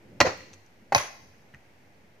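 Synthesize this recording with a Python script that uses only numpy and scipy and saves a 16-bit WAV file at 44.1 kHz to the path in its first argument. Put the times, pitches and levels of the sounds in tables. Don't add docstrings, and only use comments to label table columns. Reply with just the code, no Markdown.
import sys
import numpy as np
from scipy import signal
from scipy.fft import rfft, irfft, next_fast_len
from scipy.io import wavfile
from scipy.ndimage import map_coordinates

SR = 44100
rng = np.random.default_rng(int(sys.argv[2]) if len(sys.argv) > 2 else 0)


def bounce(signal):
    frames = np.transpose(np.atleast_2d(signal))
    limited = np.clip(frames, -1, 1)
    pcm = np.round(limited * 32767).astype(np.int16)
    wavfile.write(sys.argv[1], SR, pcm)


def field_ratio(decibels):
    return 10 ** (np.asarray(decibels, dtype=float) / 20)


N = 97020

# start in seconds, level in dB, pitch in
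# Hz, time to fall 60 dB in seconds.
NOTES = [
    [(.2028, -11, 2700, 0.014), (.2032, -19, 5800, 0.019), (.2052, -18, 5100, .014), (.2146, -11, 1800, 0.016), (.2118, -9, 800, .012), (.2035, -13.5, 1050, 0.027), (.247, -21, 520, .12), (.228, -24, 250, .07), (.213, -26, 200, .06)],
    [(.9216, -13, 810, .045)],
    [(.9483, -5, 5300, .0035), (.9482, -27, 13800, .004), (.9812, -22, 4900, .006), (.9479, -8, 860, .03), (.9592, -12, 870, .035), (.9586, -10.5, 575, 0.032), (0.96, -19, 2500, 0.041), (.958, -20, 1960, 0.044), (.998, -26, 1080, 0.061), (0.95, -36, 540, 0.052), (.949, -20, 1075, .06)],
]


def along(points, hz):
    f, v = np.transpose(points)
    return np.interp(np.log(hz + 1), np.log(f + 1), v)


def unit(x):
    return x / np.sqrt(np.mean(x ** 2) + 1e-20)


def filtered(x, response):
    n = x.shape[-1]
    m = next_fast_len(n + 8192)
    return irfft(rfft(x, m) * response(np.fft.rfftfreq(m, 1 / SR)), m)[..., :n]


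def coloured(x, points):
    return unit(filtered(x, lambda hz: field_ratio(along(points, hz))))


def noise(points, size):
    return coloured(rng.standard_normal(size), points)


def wobble(rate, size=N):
    knots = rng.standard_normal(int(size * rate / SR) + 4)
    return map_coordinates(knots, [np.arange(size) * rate / SR], order=1)


def add(track, s, sound):
    part = track[round(s * SR):][:len(sound)]
    part += sound[:len(part)]


def ring(hz, db, t60, t):
    return field_ratio(db - 60 * t / t60) * np.sin(2 * np.pi * hz * t)


def spread(pair, gain=lambda hz: 1):
    # frequency in Hz, likeness of left and right from 0 to 1.
    likeness = [(60, 0.96), (300, 0.86), (600, .6), (1300, 0), (3770, 0.15), (15000, 0.062)]

    def mid_and_side(hz):
        turn = np.arccos(np.clip(along(likeness, hz), -1, 1)) / 2
        return gain(hz) * np.array([np.cos(turn), np.sin(turn)])

    mid, side = filtered(pair, mid_and_side)
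    return np.array([mid + side, mid - side])


def body(contacts, modes, crack_colour, crack_t60, crack_db, notes):
    out, t = np.zeros(N), np.arange(SR // 3) / SR
    for s, db, bite_db in contacts:
        tones = np.zeros(len(t))
        for hz, level, t60 in modes:
            flicker_db = 5.5 * wobble(60, size=len(t)) * (1 - np.exp(-t / 0.03))
            shiver_s = np.cumsum(wobble(80, size=len(t))) * 75 * np.sqrt(1 / hz / 1e4) / SR
            tones += ring(hz, level + flicker_db, t60, t + shiver_s)
        crack = field_ratio(crack_db + bite_db - 60 * t / crack_t60) * noise(crack_colour, len(t))
        onset = 1 - np.exp(-t / 0.00021)
        add(out, s, field_ratio(db) * (tones + crack) * onset)
    for s, db, hz, t60 in notes:
        onset = 1 - np.exp(-t * hz / 0.58)
        add(out, s, ring(hz, db, t60, t) * onset)
    return out


def slab_blow():
    # start in seconds, level in dB, crack over its usual level in dB.
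    contacts = [(0.2029, -14.5, -0.5), (.204, -13, 0.5), (0.2064, -18, -0.5), (0.2085, -13, -2),
                (0.2121, -8, -3.5), (0.2148, -14.5, -5.5), (0.2236, -25.5, -4.5), (0.23, -28, -7.5)]
    # pitch in Hz, level in dB, time to fall 60 dB in seconds.
    modes = [(321, -15.5, 0.062), (588, -4.5, 0.034), (861.4, -6, 0.026), (250, -21, 0.044),
             (1049, -8, .03), (1926, -7.5, 0.025), (1400, -9.5, 0.02), (4340, -15, 0.034),
             (5000, -22.5, .03), (5730, -17, 0.039), (6400, -23, 0.02), (4356, -40.5, 0.48),
             (5652, -40.5, .37), (6610, -44, 0.28)]
    # frequency in Hz, crack level in dB per Hz.
    crack_colour = [(50, -39), (250, -10.5), (650, -3), (2500, -7), (3500, -21), (4400, -13), (6400, -19),
                    (8500, -37)]
    return body(contacts, modes, crack_colour, crack_t60=0.025, crack_db=2.5, notes=NOTES[0])


def block_knock():
    # start in seconds, level in dB, crack over its usual level in dB.
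    contacts = [(.9215, -16, -7.5), (0.9249, -15.5, 1.5), (.9268, -19.5, 3.5), (.9345, -25, -4)]
    # pitch in Hz, level in dB, time to fall 60 dB in seconds.
    modes = [(795, -7, 0.0284), (1063, -14, 0.015), (1948, -6, 0.0097), (4450, -26, 0.039),
             (5800, -32, 0.047)]
    # frequency in Hz, crack level in dB per Hz.
    crack_colour = [(50, -29), (300, -9), (820, -0.5), (2200, -10), (3500, -25), (6000, -23.5),
                    (8500, -36.5), (15500, -39)]
    return body(contacts, modes, crack_colour, crack_t60=0.047, crack_db=-11.5, notes=NOTES[1])


def head_clink():
    # start in seconds, level in dB, crack over its usual level in dB.
    contacts = [(0.948, -12.5, 1.5), (0.9593, -14, -4.5), (0.963, -21.5, -3), (0.9805, -27, 5.5)]
    # pitch in Hz, level in dB, time to fall 60 dB in seconds.
    modes = [(588.6, -8, 0.021), (864, -6.5, 0.023), (1053, -8.5, 0.06), (1994, -8.5, 0.062),
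             (6060, -22.5, 0.33), (6140, -20.5, 0.15), (10120, -32.5, 0.26), (10140, -29.5, 0.05),
             (11350, -35.5, .2), (12160, -33, .17), (12500, -45, 0.21), (13500, -37, .2),
             (14050, -51, 0.28), (14670, -41, 0.27)]
    # frequency in Hz, crack level in dB per Hz.
    crack_colour = [(50, -9.5), (300, -18.5), (860, -6.5), (2200, -9.5), (3500, -14.5), (6500, -19.5),
                    (8000, -47.5), (15500, -44)]
    return body(contacts, modes, crack_colour, crack_t60=0.025, crack_db=0, notes=NOTES[2])


def grit():
    # start in seconds, level in dB, rise in seconds, time to fall 60 dB in seconds.
    slumps = [
        (.243, -17, 0.015, 0.22),
        (.968, -28, 0.008, 0.36),
    ]
    # frequency in Hz, level in dB.
    grit_colour = [(200, -11.5), (530, 0.5), (2400, -11.5), (3400, -24), (4400, -17), (6500, -19.5),
                   (8000, -42.5), (15500, -48)]
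    # frequency in Hz, level in dB.
    dust_colour = [(50, -37), (300, -11.5), (600, -2.5), (2200, -1.5), (3500, -10), (6500, -11),
                   (8500, -27.5), (15500, -39)]
    grains_per_s, uneven_db = 22000, 1.2
    out, t = np.zeros((2, N)), np.arange(SR // 2) / SR
    for (s, db, rise, t60), colour in zip(slumps, (grit_colour, dust_colour)):
        swell = field_ratio(db - 60 * t / t60) * (1 - np.exp(-(t / rise) ** 2))
        for side in out:
            hits = rng.random(len(t)) < grains_per_s / SR
            sizes = rng.standard_normal(len(t)) * field_ratio(uneven_db * rng.exponential(size=len(t)))
            add(side, s, swell * coloured(hits * sizes, colour))
    return spread(out)


def chips():
    # start in seconds, level in dB, pitch in Hz, time to fall 60 dB in seconds.
    falls = [(0.376, -57, 15000, 0.042), (0.406, -44.5, 1950, 0.021), (.5320, -45.5, 6206, 0.016),
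             (0.5329, -48.5, 4088, 0.016), (0.537, -46, 6243, 0.015), (0.5365, -49, 2515, 0.014),
             (0.543, -48.5, 6400, 0.0088), (.6630, -59.5, 5800, 0.029), (1.539, -49, 1850, 0.032),
             (1.5389, -53, 2950, 0.019), (1.5387, -63, 4170, 0.014), (1.546, -62, 5700, 0.029),
             (1.5461, -45, 2000, 0.03), (1.5503, -54, 1496, 0.022), (1.545, -55, 2500, 0.04),
             (1.9450, -65.5, 4500, 0.019)]
    out, t = np.zeros(N), np.arange(SR // 5) / SR
    width, tick_db = 0.061, -11
    for s, db, hz, t60 in falls:
        low, high = hz * (1 - 3 * width), hz * (1 + 3 * width)
        ping = noise([(low, -20), (hz, 0), (high, -20), (hz * 2, -50)], len(t))
        tick_colour = [(hz / 5, -14), (hz / 2, 0), (hz * 0.78, -3), (hz * 1.27, -14), (hz * 3, -34)]
        tick = noise(tick_colour, len(t))
        add(out, s, field_ratio(db - 1.5 - 60 * t / t60) * ping + field_ratio(db + tick_db - 60 * t / 0.026) * tick)
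    return out


def thuds():
    # start in seconds, level in dB, pitch in Hz, time to fall 60 dB in seconds.
    hits = [(.212, -23, 115, .1), (.222, -31, 62, .08), (.268, -31, 95, .11), (.924, -35, 150, .07),
            (.957, -30, 72, .12), (.953, -24, 118, .12), (1.538, -47, 130, .15), (1.54, -51, 210, .08),
            (.125, -49, 185, .3), (.125, -56, 460, .15), (.04, -55, 420, .15), (.82, -52, 220, .1),
            (2.182, -55, 400, .06), (1.41, -52, 140, .12), (1.545, -53, 75, .2)]
    out, t = np.zeros(N), np.arange(SR // 5) / SR
    for s, db, hz, t60 in hits:
        add(out, s, ring(hz, db, t60, t) * (1 - np.exp(-t / 0.0026)))
    return out


def pit(x):
    # frequency in Hz, time for the wash to fall 60 dB in seconds.
    wash_t60 = [(100, 0.36), (500, 0.55), (2000, 0.67), (6000, 0.82), (14000, 0.97)]
    # frequency in Hz, level of the wash in dB.
    wash_colour = [(60, -2), (550, 0.5), (830, -4.5), (1200, -2), (2000, 0.5), (6000, -2), (8500, -3.5),
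                   (15000, -3.5)]
    hz, t, z = signal.stft(rng.standard_normal((2, SR * 3 // 4)), SR, nperseg=256)
    fade_db = along(wash_colour, hz)[:, None] - 60 * t / along(wash_t60, hz)[:, None]
    wash = signal.istft(z * field_ratio(fade_db), SR, nperseg=256)[1]
    t = np.arange(wash.shape[1]) / SR
    delay_s, rise_s = 0.0071, 0.013
    wash = wash * (1 - np.exp(-np.clip(t - delay_s, 0, None) / rise_s))
    echoes = rng.standard_normal((2, len(t))) * (rng.random(len(t)) < 0.03)
    near = echoes * field_ratio(-60 * t / 0.081)
    walls = field_ratio(-16) * wash / np.linalg.norm(wash[0]) + field_ratio(-9) * near / np.linalg.norm(near[0])
    return signal.fftconvolve(x[None], walls, axes=1)[:, :N]


def wide_noise(points):
    return unit(spread(rng.standard_normal((2, N)), lambda hz: field_ratio(along(points, hz))))


def breeze():
    # time in seconds, strength in dB.
    strength = [(0.0, -59), (0.13, -55.5), (0.3, -57), (0.46, -54.5), (0.621, -62), (0.829, -63),
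                (1.02, -59.5), (1.21, -60.5), (1.49, -61.5), (1.74, -65.5), (2.2, -62.5)]
    # frequency in Hz, level in dB per Hz.
    puff_colour = [(18, -70), (30, -33.5), (59, -18.5), (86, -1.5), (161, -10.5), (215, -8), (600, -16.5),
                   (780, -46), (1320, -120)]
    s, db = np.transpose(strength)
    puff_db = np.interp(np.arange(N) / SR, s, db + 1.5)
    return field_ratio(puff_db + 1.5 * wobble(7.4)) * wide_noise(puff_colour)


def hiss():
    # frequency in Hz, level in dB per Hz.
    hiss_colour = [(290, -35.5), (520, -3), (830, -3), (1150, -10), (2100, -4.5), (3600, -17.5),
                   (5800, -19), (8500, -27.5)]
    fade_db = 1.08 * (np.arange(N) - N / 2) / SR
    return field_ratio(-66 + 3.0 + 0.61 * wobble(1.9) - fade_db) * wide_noise(hiss_colour)


def arrive(x, right_leads_s):
    sides = np.array([[-1], [1]])
    return filtered(np.array([x, x]), lambda hz: np.exp(1j * np.pi * hz * right_leads_s * sides))


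def scene():
    sources = [slab_blow(), block_knock(), head_clink(), chips() + thuds()]
    right_leads_s = (-0.00002, -0.00002, 0.00021, -0.00001)
    direct = sum(arrive(x, lead) for x, lead in zip(sources, right_leads_s))
    echoes = spread(sum(pit(x) for x in sources))
    return direct + echoes + grit() + breeze() + hiss()


def top_cut(x):
    return signal.sosfilt(signal.butter(12, 17040, fs=SR, output="sos"), x)


def record(dry):
    # frequency in Hz, left over right in dB.
    left_over_right = [(3000, 0), (4600, -3), (5500, -2), (6100, 9), (6900, 2), (9000, 1.5)]

    def microphone(hz):
        low_cut = (1j * hz / (45 + 1j * hz)) ** 3
        top = 0.092 / (1 + (hz / 16500) ** 80) + 1 / (1 + (hz / 15300) ** 80)
        return low_cut * top * field_ratio(along(left_over_right, hz) * np.array([[0.5], [-0.5]]))

    rumble = field_ratio(-79.5) * noise([(25, -11.5), (50, 1.0), (70, -28.5), (200, -80.5)], N)
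    offset = 0.001
    return top_cut(filtered(dry, microphone) + offset + rumble)


dry = scene()
out = record(dry)
bounce(out)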